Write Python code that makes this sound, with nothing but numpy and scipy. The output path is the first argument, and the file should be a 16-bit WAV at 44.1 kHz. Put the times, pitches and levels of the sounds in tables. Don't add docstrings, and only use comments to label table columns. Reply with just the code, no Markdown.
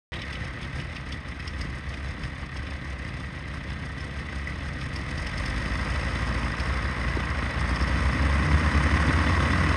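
import sys
import numpy as np
from scipy import signal
from scipy.fft import rfft, irfft, next_fast_len
from scipy.io import wavfile
from scipy.ndimage import uniform_filter1d, map_coordinates

SR = 44100
rng = np.random.default_rng(int(sys.argv[2]) if len(sys.argv) > 2 else 0)


def generate_wav(sig):
    pcm = np.round(np.clip(np.atleast_2d(sig).T, -1, 1) * 32767).astype(np.int16)
    wavfile.write(sys.argv[1], SR, pcm)


N = 430416
TIME = np.arange(N) / SR

# t/s, firing rate/Hz, share of the three/dB
THIRD_ENGINE = [(0, 30.16, 0), (1.1, 26.41, 0), (2.3, 29.18, 0), (3.0, 27.3, 0), (4.3, 28.25, 0),
                (4.8, 27.39, -2), (5.3, 45, -9), (6.1, 69.67, -8), (7.5, 75.1, -11), (8.2, 78.3, -8),
                (9.76, 78.1, -12)]
# strength/dB, lag through the exhaust ring/s
FIRING_ORDER = [(5.5, 0.00026), (3, 0.00213), (7.5, 0.00359), (-1.5, 0.00115), (5, 0.00042), (2, 0.00301),
                (6, 0.002075), (3, 0.00026), (3, 0.00296)]
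# f/Hz, level/dB
SPIT_SPECTRUM = [(2350, -20.5), (4000, -2.5), (4300, -9.5), (4620, 3), (4950, 0), (5330, 3), (5770, -6.5),
                 (6460, -2.5), (7200, -18.5), (7410, -13.5), (7940, -10.5), (8400, -7.5), (9210, -9),
                 (10500, -21), (13600, -48), (22000, -120)]
# f/Hz, level/dB, t60/s
VALVE_GEAR = [(4650, 2.5, 0.043), (5080, 7, 0.031), (5290, 3, 0.032), (5380, -1, 0.044), (8150, -7, 0.033)]


def engine(curve, throttle, overtone_db, scatter_db=7.5, surge_db=1.5, spit_scatter_db=5.0):
    # multiple of the firing rate, level/dB
    harmonics = [(1, -0.5), (2, -7), (3, -15.5), (4, -22.5)]
    rate, share_db = in_time(curve)
    firings = np.cumsum(rate) / SR
    at = np.flatnonzero(np.diff(np.floor(firings)))
    chance = np.clip(rng.standard_normal((1000, 4))[:len(at)], -1.5, 1.5)
    pulse_timing, pulse_strength, spit_strength, spit_timing = chance.T
    cylinder_db, lag_s = np.array(FIRING_ORDER)[np.arange(len(at)) % len(FIRING_ORDER)].T
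    idling = 1 - throttle[at]
    jitter_s = np.interp(throttle[at], [0, 1], [0.00159, 0.00021]) * pulse_timing
    cycle_db = surge_db * idling * np.cos(2 * np.pi * firings[at] / len(FIRING_ORDER))
    pulse_db = cylinder_db + cycle_db + scatter_db * throttle[at] * pulse_strength + share_db[at]
    pulses = clicks_at(at / SR + jitter_s + lag_s, from_db(pulse_db))
    spit_times = at / SR + jitter_s + 0.00092 * idling * spit_timing
    spits = clicks_at(spit_times, from_db(spit_scatter_db * spit_strength))
    blades = from_db(share_db) * rate ** 2 * np.cos(np.pi * firings * 4 / len(FIRING_ORDER)) ** 6
    note = 0
    for k, db in harmonics:
        level_db = db + overtone_db * (k > 1) + 2 * drift(per_s=9.8)
        note += from_db(level_db) * np.cos(2 * np.pi * k * firings)
    return pulses, spits, blades, from_db(share_db) * note


def boom(pulses, notes, throttle, wash_db=-15, rumble_db=-30):
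    # f/Hz, level/dB
    idle_spectrum = [(15, -51), (25, -48.5), (46, -2), (65, -4), (80, 0.5), (97, -10.5), (129, -4),
                     (226, -16.5), (274, -14.5), (389, -26.5), (450, -22.5), (580, -39), (990, -120)]
    power_spectrum = [(15, -79), (25, -49), (32, -21), (46, -13), (70, -2.5), (89, 4), (113, -14.5),
                      (157, -11.5), (302, -11), (399, -31), (450, -31), (580, -74), (990, -120)]
    # f/Hz, level/dB
    resonances = [(100, -0.5), (152, 4.5), (168, -5), (215, 2)]
    wash = rng.standard_normal(N)
    drive = steady(pulses, size=9000) + from_db(wash_db) * wash
    thumps = steady(band(by_throttle(drive, idle_spectrum, power_spectrum, throttle), 22.4, 536), 9000)
    drone_db = np.interp(throttle, [0, .6], [-6, 2])
    drone = from_db(drone_db) * steady(band(colour(notes, resonances), 56.3, 520), size=9000)
    opened = np.clip(2 * throttle, 0, 1)
    exhaust = (1 - opened) * steady(thumps + drone, 2200) + opened * steady(thumps + drone, 9000)
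    rumble = from_db(rumble_db) * (1 - throttle / 2) * rms_one(band(wash, 40, 62))
    return exhaust + rumble


def stacks(sound, level_db, surging_db, split_hz=123, growl_lift_db=.5, growl_share=0.37):
    deep = signal.sosfiltfilt(signal.butter(4, split_hz, fs=SR, output="sos"), sound)
    growl_db = level_db + growl_lift_db + growl_share * (surging_db - level_db)
    return from_db(surging_db) * deep + from_db(growl_db) * (sound - deep)


def uneven_running(throttle, boom_db, rasp_db, spit_db, misfire_s=0.04):
    # t/s, rise and fall/s, lift/dB
    chugs = [(.17, .05, 0), (.411, 0.057, 7), (.764, 0.13, 7.5), (1.142, 0.029, 5.5), (1.637, 0.18, 6),
             (1.894, .06, 5), (2.057, 0.087, 5), (2.234, 0.044, 7), (2.602, 0.14, 3), (2.931, 0.032, 3),
             (3.142, .043, 3), (3.704, 0.028, 4), (3.829, 0.039, 2), (4.403, 0.038, 6), (6.379, 0.022, 7),
             (6.73, 0.11, 2), (7.081, 0.035, 5.5), (8.537, .046, 3.5)]
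    # t/s, dip/dB
    misfires = [(0.599, -4), (0.724, -7.4), (0.97, -6), (1.233, -11), (1.813, -8), (1.948, -2), (2.18, -3),
                (2.373, -5), (2.505, -9), (2.811, -1), (3.323, -7.1), (3.403, -7), (3.651, -2),
                (3.888, -2.1), (4.134, -3), (4.268, -0.8), (5.066, -4), (5.313, -7.5), (6.556, -12),
                (6.943, -10), (7.533, -13)]
    stumble_db = swells(chugs) + swells([(s, misfire_s, db) for s, db in misfires])
    idling = 1 - throttle
    loping = np.clip(1 - throttle / .7, 0, 1)
    turns = crank_turns(THIRD_ENGINE)
    lope = loping * np.cos(2 * np.pi * turns)
    late_lope = loping * np.cos(2 * np.pi * (turns - .08))
    return (boom_db + 1.7 * late_lope + stumble_db,
            rasp_db + 1.17 * lope + 0.22 * idling * stumble_db,
            spit_db + 3 * lope + 0.61 * idling * stumble_db)


def rasp(pulses, blades, throttle, edge_db=-9, rush_db=-5):
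    # f/Hz, level/dB
    idle_spectrum = [(210, -33), (350, -3.5), (424, -20), (496, -7.5), (870, -14.5), (1260, -7.5),
                     (1420, -15.5), (1560, -5.5), (1700, -11.5), (1950, -2.5), (2280, -10), (2540, -14.5),
                     (2760, -15.5), (3450, -18), (4400, -24.5), (5720, -24.5), (9680, -120)]
    power_spectrum = [(210, -34.5), (350, -4), (402, -8.5), (540, -3.5), (775, -11), (1090, 0.5),
                      (1390, -6), (1540, -1.5), (1700, -6), (1910, 0.5), (2330, -10.5), (3040, -16),
                      (3270, -20), (3450, -19), (4400, -25), (5720, -57), (9680, -120)]
    # f/Hz, level/dB, t60/s
    knock_modes = [(1848, 4.5, 0.079), (1938, 2, 0.12), (2553, 4, 0.031), (3046, -4.5, 0.055),
                   (3497, -3, 0.044), (3956, -8.5, 0.058)]
    gas, swish, rush = rng.standard_normal((3, N))
    puffs = steady(gas * flare(pulses, swell_s=0.0067, decay_s=0.053))
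    swish_db = np.interp(throttle, [0, 1], [-4, 0])
    propellers = from_db(swish_db) * steady(swish * blades)
    drive = puffs + from_db(edge_db) * steady(pulses) + propellers + from_db(rush_db) * rush
    roar = steady(band(by_throttle(drive, idle_spectrum, power_spectrum, throttle), 320, 4500))
    knocks = steady(struck(rush * whoosh(pulses, width_s=0.0012), knock_modes), size=9000)
    knock_db = np.interp(throttle, [0, 1], [-5, -11])
    return steady(roar + from_db(knock_db) * knocks)


def valve_spit(spits, throttle):
    jets, hiss = rng.standard_normal((2, N))
    hiss_db = np.interp(throttle, [0, 1], [-4, 1])
    gas = steady(jets * whoosh(spits, width_s=0.0098), size=5000) + from_db(hiss_db) * hiss
    spitting = steady(band(colour(gas, SPIT_SPECTRUM), 3830, SR / 2))
    taps = jets * flare(spits, swell_s=0.001, decay_s=0.00075)
    ticks = steady(struck(taps, VALVE_GEAR), size=5000)
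    tick_gain = 0.064 + 3.3 * throttle * (1 - throttle)
    return steady(spitting + tick_gain * ticks)


def propeller(curve, full_firing_hz=82.3, db_per_octave=15.5, waver_db=4.5):
    # multiple of the blade rate, level at full speed/dB
    harmonics = [(4, -40), (5, -39.5), (6, -39.5), (7, -45), (8, -43), (9, -49)]
    speed_db = db_per_octave * np.log2(in_time(curve)[0] / full_firing_hz)
    passes = 2 * crank_turns(curve)
    return sum(from_db(db + speed_db + waver_db * drift(per_s=12)) * np.cos(2 * np.pi * k * passes)
               for k, db in harmonics)


def blade_chop(curve, throttle, depth_db):
    return from_db(depth_db * throttle ** 2 * np.cos(4 * np.pi * crank_turns(curve)))


def pops(swell_s=0.000812, decay_s=0.0079, crack_db=2.5, sizzle_db=-14.5, valves_db=6, ring_db=4):
    # t/s,
    # relative sizzle level/dB, relative crack level/dB, ring f/Hz
    charges = [(0.136, -49, -40, 3220), (0.157, -49, -41, 3800), (0.19, -53, -42.5, 3900),
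               (0.218, -37.5, -38.5, 3000), (0.3286, -35.5, -44, 2580), (0.353, -44, -41, 2990),
               (0.628, -40, -43.5, 3420), (0.7993, -42, -41.5, 2970), (0.9644, -38, -38, 2500),
               (1.123, -34.5, -40.5, 3470), (1.4012, -41, -45, 2570), (2.567, -40.5, -47, 5270),
               (1.476, -32.5, -41.5, 5470), (1.612, -32, -48, 4900), (1.94, -39, -45, 2470),
               (2.235, -38, -46, 2540), (2.668, -45, -47, 2420), (3.089, -46, -47, 2550),
               (4.005, -41, -46, 5270), (4.188, -45, -46, 2600), (4.812, -38, -44, 2420),
               (4.961, -33, -48, 5400), (5.1787, -33.5, -53, 4725), (5.2684, -32, -41, 5200),
               (5.378, -31.5, -46, 5330), (5.459, -30, -43, 5170), (6.5992, -29.5, -43, 5255),
               (7.7583, -33, -46, 5300), (7.8236, -32, -55, 5440)]
    # f/Hz, level/dB
    crack_spectrum = [(1200, -63), (2200, 11), (3000, 9), (3900, 4.5), (4600, -24), (8000, -60)]
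    times, sizzles_db, cracks_db, pitches = np.transpose(charges)
    gas, flame = rng.standard_normal((2, N))
    crack = rms_one(colour(gas, crack_spectrum))
    sizzle = rms_one(colour(flame, SPIT_SPECTRUM)) + from_db(valves_db) * rms_one(struck(gas, VALVE_GEAR))
    kicks = from_db(np.maximum(cracks_db, sizzles_db - 9) + ring_db)
    sound = sum(ring(clicks_at([s + 2 * swell_s], kick), hz, t60=0.061)
                for s, kick, hz in zip(times, kicks, pitches))
    for noise, levels_db in ((crack, cracks_db + crack_db), (sizzle, sizzles_db + sizzle_db)):
        clicks = clicks_at(times, from_db(levels_db))
        sound += noise * (flare(clicks, swell_s, decay_s) + 0.54 * whoosh(clicks, width_s=0.0094))
    return sound


def backfire():
    # t/s, level before filtering/dB
    thuds = [(7.1705, -9)]
    return band(ring(blows(thuds), hz=333, t60=0.0084), 140, 490)


def clanks():
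    # t/s, level/dB
    knocks = [(.435, -37), (1.61, -30), (3.05, -31), (4.287, -27.5), (4.473, -24), (4.497, -29)]
    return ring(blows(knocks), hz=2000, t60=0.044)


def airframe(x, scatter_db=-17, decay_s=0.055):
    tail = rng.standard_normal(SR // 10) * np.exp(-TIME[:SR // 10] / decay_s)
    return x + from_db(scatter_db) * signal.fftconvolve(x, tail / np.linalg.norm(tail))[:N]


def crank_turns(curve):
    return 2 * np.cumsum(in_time(curve)[0]) / SR / len(FIRING_ORDER)


def by_throttle(x, idle, power, throttle):
    return (1 - throttle) * rms_one(colour(x, idle)) + throttle * rms_one(colour(x, power))


def struck(drive, modes):
    return sum(from_db(db) * ring(drive, hz, t60) for hz, db, t60 in modes)


def ring(clicks, hz, t60):
    radius, angle = from_db(-60 / (t60 * SR)), 2 * np.pi * hz / SR
    return signal.lfilter([0, np.sin(angle)], [1, -2 * radius * np.cos(angle), radius ** 2], clicks + 1e-18)


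def flare(clicks, swell_s, decay_s):
    for seconds in (decay_s, swell_s):
        clicks = signal.lfilter([1], [1, -np.exp(-1 / (seconds * SR))], clicks + 1e-18)
    return clicks / (swell_s * SR)


def whoosh(clicks, width_s):
    size = max(int(width_s * SR), 2)
    return uniform_filter1d(uniform_filter1d(clicks, size), size) * size


def clicks_at(times, heights):
    clicks = np.zeros(N)
    clicks[np.clip(np.round(np.asarray(times) * SR).astype(int), 0, N - 1)] = heights
    return clicks


def blows(events):
    times, db = np.transpose(events)
    return clicks_at(times, from_db(db))


def swells(events):
    return sum(db * np.maximum(0, 1 - np.abs(TIME - s) / width_s) for s, width_s, db in events)


def drift(per_s):
    knots = rng.standard_normal(2000)
    coarse = map_coordinates(knots, [TIME[::100] * per_s], order=3, mode="wrap")
    return np.interp(TIME, TIME[::100], coarse)


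def colour(x, spectrum):
    size = 2 * next_fast_len(N // 2 + 8192)
    hz, db = np.transpose(spectrum)
    grid = np.maximum(np.arange(size // 2 + 1) * SR / size, 1)
    gain = from_db(np.interp(np.log(grid), np.log(hz), db))
    cepstrum = irfft(np.log(gain))
    cepstrum[1:size // 2] *= 2
    cepstrum[size // 2 + 1:] = 0
    return irfft(rfft(x, size) * np.exp(rfft(cepstrum)))[:N]


def band(x, low_hz, high_hz):
    edges = [low_hz, min(high_hz, SR / 2 - 1)]
    return signal.sosfilt(signal.butter(4, edges, "band", fs=SR, output="sos"), x)


def steady(x, size=4000):
    power = uniform_filter1d(uniform_filter1d(x ** 2, size), size // 2)
    return x / np.sqrt(np.abs(power) + 1e-4 * np.mean(x ** 2))


def in_time(rows):
    times, *columns = np.transpose(rows)
    return [np.interp(TIME, times, column) for column in columns]


def rms_one(x):
    return x / np.sqrt(np.mean(x ** 2) + 1e-20)


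def from_db(db):
    return 10 ** (np.asarray(db) / 20)


def scene():
    # t/s, firing rate/Hz, share of the three/dB
    first_engine = [(0, 35.34, -2), (2.7, 37, -2), (3.2, 32, -2), (4.3, 32, -2), (4.6, 38.5, -1),
                    (5.0, 40.2, -3), (5.5, 49.5, -1), (5.75, 53.2, 3), (6.2, 57.8, 5), (7.6, 59, 3),
                    (8.05, 62.5, 3), (8.5, 75, 2), (9.0, 83, 3), (9.76, 87, 3)]
    second_engine = [(0, 68, 0), (1.1, 62, -1), (2.5, 71, -2), (3.0, 63.5, -1), (3.6, 69, -1), (4.8, 68, 1),
                     (5.6, 62.62, 0), (6.2, 71.12, -1), (6.7, 70.34, -2), (7.2, 72.25, -3),
                     (7.8, 70.04, -5), (8.25, 69.88, 1), (8.6, 67.78, 1), (9.0, 69.31, 1), (9.76, 65.1, 0)]
    # t/s, throttle opening/0-1, boom level/dB, rasp level/dB, spit level/dB
    run_up = [(.1, 0, -36.5, -38.5, -57), (1.1, 0.16, -36, -41.5, -58), (3.9, 0.18, -34.5, -40.5, -57),
              (4.9, 0.16, -33, -39, -54), (5.4, 0.29, -30, -35, -49.5), (5.9, 0.48, -28.5, -33.5, -47.5),
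              (7.4, 0.64, -29, -33, -50.5), (7.7, 0.56, -26, -32, -47), (8.3, 0.77, -23, -30.5, -47),
              (9, 0.93, -22.5, -28, -45), (9.76, 0.8, -24.5, -28, -45)]
    throttle, boom_db, rasp_db, spit_db = in_time(run_up)
    surging_db, rasp_db, spit_db = uneven_running(throttle, boom_db, rasp_db, spit_db)
    engines = [engine(first_engine, throttle, overtone_db=-2.5),
               engine(second_engine, throttle, overtone_db=-4.5),
               engine(THIRD_ENGINE, throttle, overtone_db=-4.0)]
    pulses, spits, blades, notes = zip(*engines)
    pulses, blades, notes = sum(pulses), sum(blades), sum(notes)
    spits = spits[0] + (1 - throttle) * (from_db(-7) * spits[1] + from_db(-12) * spits[2])
    rasp_gain = from_db(rasp_db) * blade_chop(first_engine, throttle, depth_db=0.3)
    spit_gain = from_db(spit_db) * blade_chop(first_engine, throttle, depth_db=1.3)
    low = stacks(boom(pulses, notes, throttle), boom_db, surging_db) + backfire()
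    middle = rasp_gain * rasp(pulses, blades, throttle) + clanks()
    top = spit_gain * valve_spit(spits, throttle) + pops()
    return (low + propeller(first_engine) + airframe(middle + top))[None]


def record(dry, start_s=.12, cutoff_hz=12800):
    return signal.sosfilt(signal.ellip(8, .2, 60, cutoff_hz, fs=SR, output="sos"), dry * (TIME >= start_s))


dry = scene()
out = record(dry)
generate_wav(out)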